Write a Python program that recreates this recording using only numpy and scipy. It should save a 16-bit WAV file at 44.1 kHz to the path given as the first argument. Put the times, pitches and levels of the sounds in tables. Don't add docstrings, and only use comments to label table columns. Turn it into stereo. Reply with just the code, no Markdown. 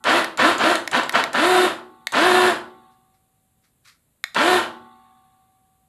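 import sys
import numpy as np
from scipy import signal
from scipy.fft import rfft, irfft
from scipy.io import wavfile

SR = 44100
rng = np.random.default_rng(int(sys.argv[2]) if len(sys.argv) > 2 else 0)


def bounce(signal):
    frames = np.transpose(np.atleast_2d(signal))
    limited = np.clip(frames, -1, 1)
    pcm = np.round(limited * 32767).astype(np.int16)
    wavfile.write(sys.argv[1], SR, pcm)


N = 259308
T = np.arange(N) / SR

# (frequency [Hz], relative density [dB])
ROOM_TONE_SPECTRUM = [(20, -18), (60, -3.5), (130, -2.5), (240, -7.5), (350, -16.5), (600, -17.5),
                      (1000, -22.5), (2500, -27), (4000, -27), (5500, -37), (7500, -22), (13000, -21)]
# (frequency [Hz], t60 [s])
GARAGE_DECAY = [(100, 0.98), (350, .5), (700, .4), (2000, 0.32), (4000, 0.33), (8000, 0.3), (13000, .3)]
# (frequency [Hz], side gain [dB])
SIDE_GAIN = [(2700, -74.5), (3700, -31), (5500, -3), (8500, -3.5), (11000, -1.5), (12500, -10.5)]
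# (peak time [s], rise [s], level [dB])
SCUFFS = [(2.92, .01, -70), (3.146, .008, -69.5), (3.648, .012, -64), (3.852, .003, -54),
          (3.884, 0.013, -49.5)]
# (frequency [Hz], relative density [dB])
SCUFF_SPECTRUM = [(500, -48), (1150, 1), (2200, 0.5), (3000, -8.5), (4000, -1), (6500, -8.5), (13000, -16)]
# (time [s], click level [dB], frame level [dB])
KNOCKS_AND_RELEASES = [(0.396, -31.5, -15), (0.7548, -20.5, -24.5), (1.0337, -27, -30), (1.151, -29.5, -12)]
# (frequency [Hz], relative density [dB])
CLICK_SPECTRUM = [(500, -24.5), (2000, -4.5), (4000, 3), (5500, -3), (7300, 3.5), (10000, -5.5),
                  (14000, -16)]
# (time [s], level [dB])
SNAPS = [(0.2447, -12), (0.755, -11), (0.8757, -10), (0.973, -15.5), (1.094, -9.5), (1.239, -8.5),
         (2.0700, -7.5), (4.24, -9)]
# (frequency [Hz], level [dB], t60 [s])
CASE_MODES = [(900, -16, 0.011), (1880, 5, 0.016), (2170, -1, 0.026), (2620, -9.5, 0.0071),
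              (3720, -3.5, 0.016), (3970, -1.5, .011), (9400, -9, .008), (11500, -14, .008)]
# (frequency [Hz], relative density [dB])
CRACK_SPECTRUM = [(300, -28.5), (700, 3.5), (2000, 1.0), (4500, 6), (6000, -2.5), (13000, -6.5)]
# (frequency [Hz], level [dB], t60 [s])
BLADE_MODES = [(237, -4, 1.5), (361, -9, .8), (759, -11.5, 4.5), (829, -6, 1.0), (877, -1, 1.3),
               (1093, -5, 1.8), (1157, -11, 2.6), (1346, -3, .8), (1480, -3, .85), (1938, -16, 1.2)]
# (frequency [Hz], relative level [dB])
JINGLE_SPECTRUM = [(650, 13), (1000, 7.5), (1500, 4), (2300, -3), (2800, -3), (3200, -7.5), (3600, 2.5),
                   (4500, -5.5)]
# (frequency [Hz], relative density [dB])
HISS_SPECTRUM = [(1000, -33), (4000, 2.5), (5600, -11.5), (7200, 7), (8500, 2.5), (10000, 4), (11600, -0.5),
                 (12300, -8), (14000, -14)]
# (frequency [Hz], relative density [dB])
FIZZ_SPECTRUM = [(5000, -29), (7500, -10), (9500, 0.5), (11500, 1), (13000, -7)]
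# (frequency [Hz], relative density [dB])
GEARBOX_SPECTRUM = [(40, -42), (90, -24), (130, -17.5), (190, -14.5), (300, -6), (450, -6.5), (640, 1.5),
                    (800, -1.5), (1050, -2), (1650, 0), (2200, -6), (4100, -11), (5500, -22), (13000, -36)]
# (frequency [Hz], width [Hz], boost [dB])
FRAME_PEAKS = [(215, 22, 2.5), (324, 35, 2.5), (960, 110, 3), (1028, 66, 4.5), (1343, 92, 4), (1470, 81, 5),
               (1826, 48, 1), (3020, 130, 4.5)]
GEAR_TONES = [(1, 0), (2, -3.5), (3, -13), (4, -14), (5, -18), (10, -16), (11, -19), (25.4, -29),
              (10 / 11, -17), (19 / 11, -13), (30 / 11, -15)]
# (start [s], powered [s], rattle level [dB], whine level [dB], blade ring time [x])
PULLS = [(0.04, .14, -17, -24, .45), (0.374, 0.122, -17.5, -22.5, .3), (0.582, 0.133, -18.5, -23.5, .3),
         (0.9139, .056, -18.5, -21.5, .3), (1.1234, 0.051, -18.5, -26, .5),
         (1.3314, 0.32, -18.5, -20, 0.99), (2.1215, 0.36, -17.5, -20, 0.84), (4.3464, 0.22, -17, -21, 0.95)]


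def amp(db):
    return 10 ** (np.asarray(db) / 20)


def unit(x):
    return x / np.sqrt(np.mean(x ** 2) + 1e-20)


def lookup(table, hz):
    table_hz, value = np.transpose(table)
    return np.interp(np.log(hz + 1), np.log(table_hz + 1), value)


def add(mix, start_s, sound):
    part = mix[max(round(start_s * SR), 0):][:len(sound)]
    part += sound[:len(part)]


def colour(x, spectrum, peaks=(), size=8192):
    hz = abs(np.fft.fftfreq(size, 1 / SR))
    peaks_db = sum(db / (1 + (2 * (hz - peak_hz) / width_hz) ** 2) for peak_hz, width_hz, db in peaks)
    log_gain = np.log(amp(lookup(spectrum, hz) + peaks_db))
    taps = np.fft.ifft(np.exp(np.conj(signal.hilbert(log_gain)))).real[:size // 2]
    return signal.oaconvolve(x, taps / np.linalg.norm(taps))[:len(x)]


def wander(length, hz):
    points = rng.standard_normal(8000)
    return np.interp(T[:length] * 2 * hz, np.arange(len(points)), points) * np.sqrt(3 / 2)


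def sine(cycles):
    return np.sin(2 * np.pi * (cycles + rng.random()))


def ring(modes, t, stretch=1):
    return sum(amp(db) * np.exp(-np.log(1000) * t / (t60_s * stretch)) * sine(hz * t)
               for hz, db, t60_s in modes)


def room_tone():
    return np.sqrt(2) * np.array([colour(x, ROOM_TONE_SPECTRUM) for x in rng.standard_normal((2, N))])


def garage(x):
    hz, t, bands = signal.stft(rng.standard_normal((2, SR)), SR, nperseg=256)
    decay = np.exp(-np.log(1000) * t / lookup(GARAGE_DECAY, hz)[:, None])
    tail = signal.istft(bands * decay, SR, nperseg=256)[1]
    tail *= 1 - np.exp(-(T[:tail.shape[1]] / .0025) ** 2)
    return signal.fftconvolve(x[None], tail / np.linalg.norm(tail[0]), axes=1)[:, :N]


def scuffs(fall_s=.032):
    envelope = sum(amp(db) * np.exp(-np.maximum((peak_s - T) / rise_s, (T - peak_s) / fall_s))
                   for peak_s, rise_s, db in SCUFFS)
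    return colour(envelope * rng.standard_normal(N) * amp(1.65 * wander(N, hz=400)), SCUFF_SPECTRUM)


def relay_and_knocks(tick_db=-22.5, thud_db=-29):
    clicks, thuds = np.zeros((2, N))
    t = T[:SR // 20]
    ticks = [(pull[0], tick_db, thud_db) for pull in PULLS]
    for start_s, click_db, frame_db in ticks + list(KNOCKS_AND_RELEASES):
        add(clicks, start_s, amp(click_db) * np.exp(-t / .003) * rng.standard_normal(len(t)))
        add(thuds, start_s, amp(frame_db) * np.exp(-t / .012) * rng.standard_normal(len(t)))
    return colour(clicks, CLICK_SPECTRUM) + colour(thuds, GEARBOX_SPECTRUM, FRAME_PEAKS)


def switch(low_cut_hz=500):
    snaps, t = np.zeros(N), T[:SR // 10]
    attack = 1 - np.exp(-t / .0003)
    for start_s, db in SNAPS:
        crack = colour(rng.standard_normal(len(t)) * np.exp(-t / .0016), CRACK_SPECTRUM)
        add(snaps, start_s, amp(db) * attack * (.36 * ring(CASE_MODES, t) + .55 * crack))
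    return signal.sosfilt(signal.butter(3, low_cut_hz, "high", fs=SR, output="sos"), snaps)


def cable_jerks(lag_s=.02, base_db=-48, lift_db_per_s=7.5, lowered_stretch=.24):
    start_s, powered_s, _, _, stretch = np.transpose(PULLS)
    jerk_s = np.append(0, start_s + powered_s + lag_s)
    lifted_s = np.append(0, np.cumsum(powered_s))
    return zip(jerk_s, base_db + lift_db_per_s * lifted_s, np.append(lowered_stretch, stretch))


def blade(jingle_tones=80, scuff_loss_db=4.5):
    ringing, shake = np.zeros((2, N))
    t = T[:3 * SR]
    for jerk_s, db, stretch in cable_jerks():
        rubs = sum(np.clip((jerk_s + t - at_s) / .05, 0, 1) for at_s, _, _ in SCUFFS if at_s > jerk_s)
        envelope = amp(db - scuff_loss_db * rubs) * (1 - np.exp(-t / .025))
        modes = sum(amp(1.4 * wander(len(t), hz=22.53)) * ring([m], t, stretch) for m in BLADE_MODES)
        add(ringing, jerk_s, envelope * modes)
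        add(shake, jerk_s, envelope * (1 - np.exp(-t / .13)) * np.exp(-t / (.35 * stretch)))
    jingle_hz = rng.uniform(JINGLE_SPECTRUM[0][0], JINGLE_SPECTRUM[-1][0], jingle_tones)
    jingle = sum(amp(lookup(JINGLE_SPECTRUM, hz)) * wander(N, hz=22.9) * np.sin(2 * np.pi * hz * T)
                 for hz in jingle_hz)
    return ringing + amp(-15) * shake * unit(jingle)


def worn_rim(turns, size=1200):
    return unit(np.interp(turns % 1, np.linspace(0, 1, size), rng.standard_normal(size)))


def teeth(mesh_cycles, shaft_share=.3, wheel_share=.18, knock_share=.26):
    scrape = np.sqrt(1 - shaft_share - wheel_share) * rng.standard_normal(len(mesh_cycles))
    scrape += np.sqrt(shaft_share) * worn_rim(mesh_cycles * 3 / 10, size=400)
    scrape += np.sqrt(wheel_share) * worn_rim(mesh_cycles / 11)
    scrape *= .98 + np.exp(-(mesh_cycles % 1) / .25)
    knocks = np.diff(np.floor(mesh_cycles), prepend=0) * rng.uniform(-1.1, 1, len(mesh_cycles))
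    return np.sqrt(1 - knock_share) * unit(scrape) + np.sqrt(knock_share) * unit(knocks)


def gear_whine(mesh_cycles, waver_db=2.8):
    tones = np.zeros(len(mesh_cycles))
    for multiple, db in GEAR_TONES:
        drift_db = waver_db * min(multiple / 2, 1) * wander(len(tones), hz=34.1)
        tones += amp(db + drift_db) * sine(multiple * mesh_cycles)
    return tones


def winch():
    full_mesh_hz, sag_per_s = 369, .045
    spin_up_tau_s, full_coast_s, slack_s = .055, .125, .018
    surge_db, surge_tau_s = 2.5, .13
    hiss_db, fizz_db = -35, -36.5
    rattle, whine, hiss, fizz = np.zeros((4, N))
    for start_s, powered_s, rattle_db, whine_db, _ in PULLS:
        coast_s = full_coast_s * (1 - np.exp(-powered_s / spin_up_tau_s)) ** .55
        t = T[:int((powered_s + coast_s) * SR)]
        run_down = np.clip(1 - (t - powered_s) / coast_s, 0, 1)
        spin_up = np.minimum(1.07 * (1 - np.exp(-np.minimum(t, powered_s) / spin_up_tau_s)), 1)
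        speed = spin_up * (1 - sag_per_s * t) * run_down ** .2
        mesh_hz = full_mesh_hz * speed * (1 + .007 * wander(len(t), hz=45.02))
        mesh_cycles = np.cumsum(mesh_hz) / SR
        engaged = 1 - np.exp(-(t / slack_s) ** 2)
        drive_db = rattle_db + surge_db * np.exp(-t / surge_tau_s)
        chatter_db = 1.2 * wander(len(t), hz=60)
        add(rattle, start_s, amp(drive_db + chatter_db) * engaged * run_down ** 1.77 * teeth(mesh_cycles))
        add(whine, start_s, amp(whine_db) * speed ** 3.1 * run_down ** 2.6 * gear_whine(mesh_cycles))
        brush_noise = teeth(mesh_cycles, shaft_share=.33, wheel_share=.42, knock_share=.15)
        add(hiss, start_s, amp(hiss_db) * speed ** 1.2 * run_down ** 2.6 * brush_noise)
        add(fizz, start_s, amp(fizz_db) * speed ** 12 * run_down ** 4 * teeth(mesh_cycles))
    brushes = colour(hiss, HISS_SPECTRUM) + colour(fizz, FIZZ_SPECTRUM)
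    return colour(rattle, GEARBOX_SPECTRUM, FRAME_PEAKS) + brushes, whine


def scene():
    winch_noise, whine = winch()
    machine = winch_noise + relay_and_knocks()
    snaps = switch()
    direct = amp(-3.5) * machine + amp(4) * whine + blade() + snaps + scuffs()
    reflected = garage(amp(-2.5) * machine + amp(-5) * whine + amp(-10) * snaps)
    return direct + reflected + amp(-65.5) * room_tone()


def record(dry):
    cutoff_hz = 13250
    mid, side = dry.mean(0), (dry[0] - dry[1]) / 2
    side = irfft(rfft(side) * amp(lookup(SIDE_GAIN, np.fft.rfftfreq(N, 1 / SR))), N)
    low_pass = signal.firwin(401, cutoff_hz, window=("kaiser", 9), fs=SR)
    return signal.oaconvolve(np.array([mid + side, mid - side]), low_pass[None], "same", axes=1)


dry = scene()
out = record(dry)
bounce(out)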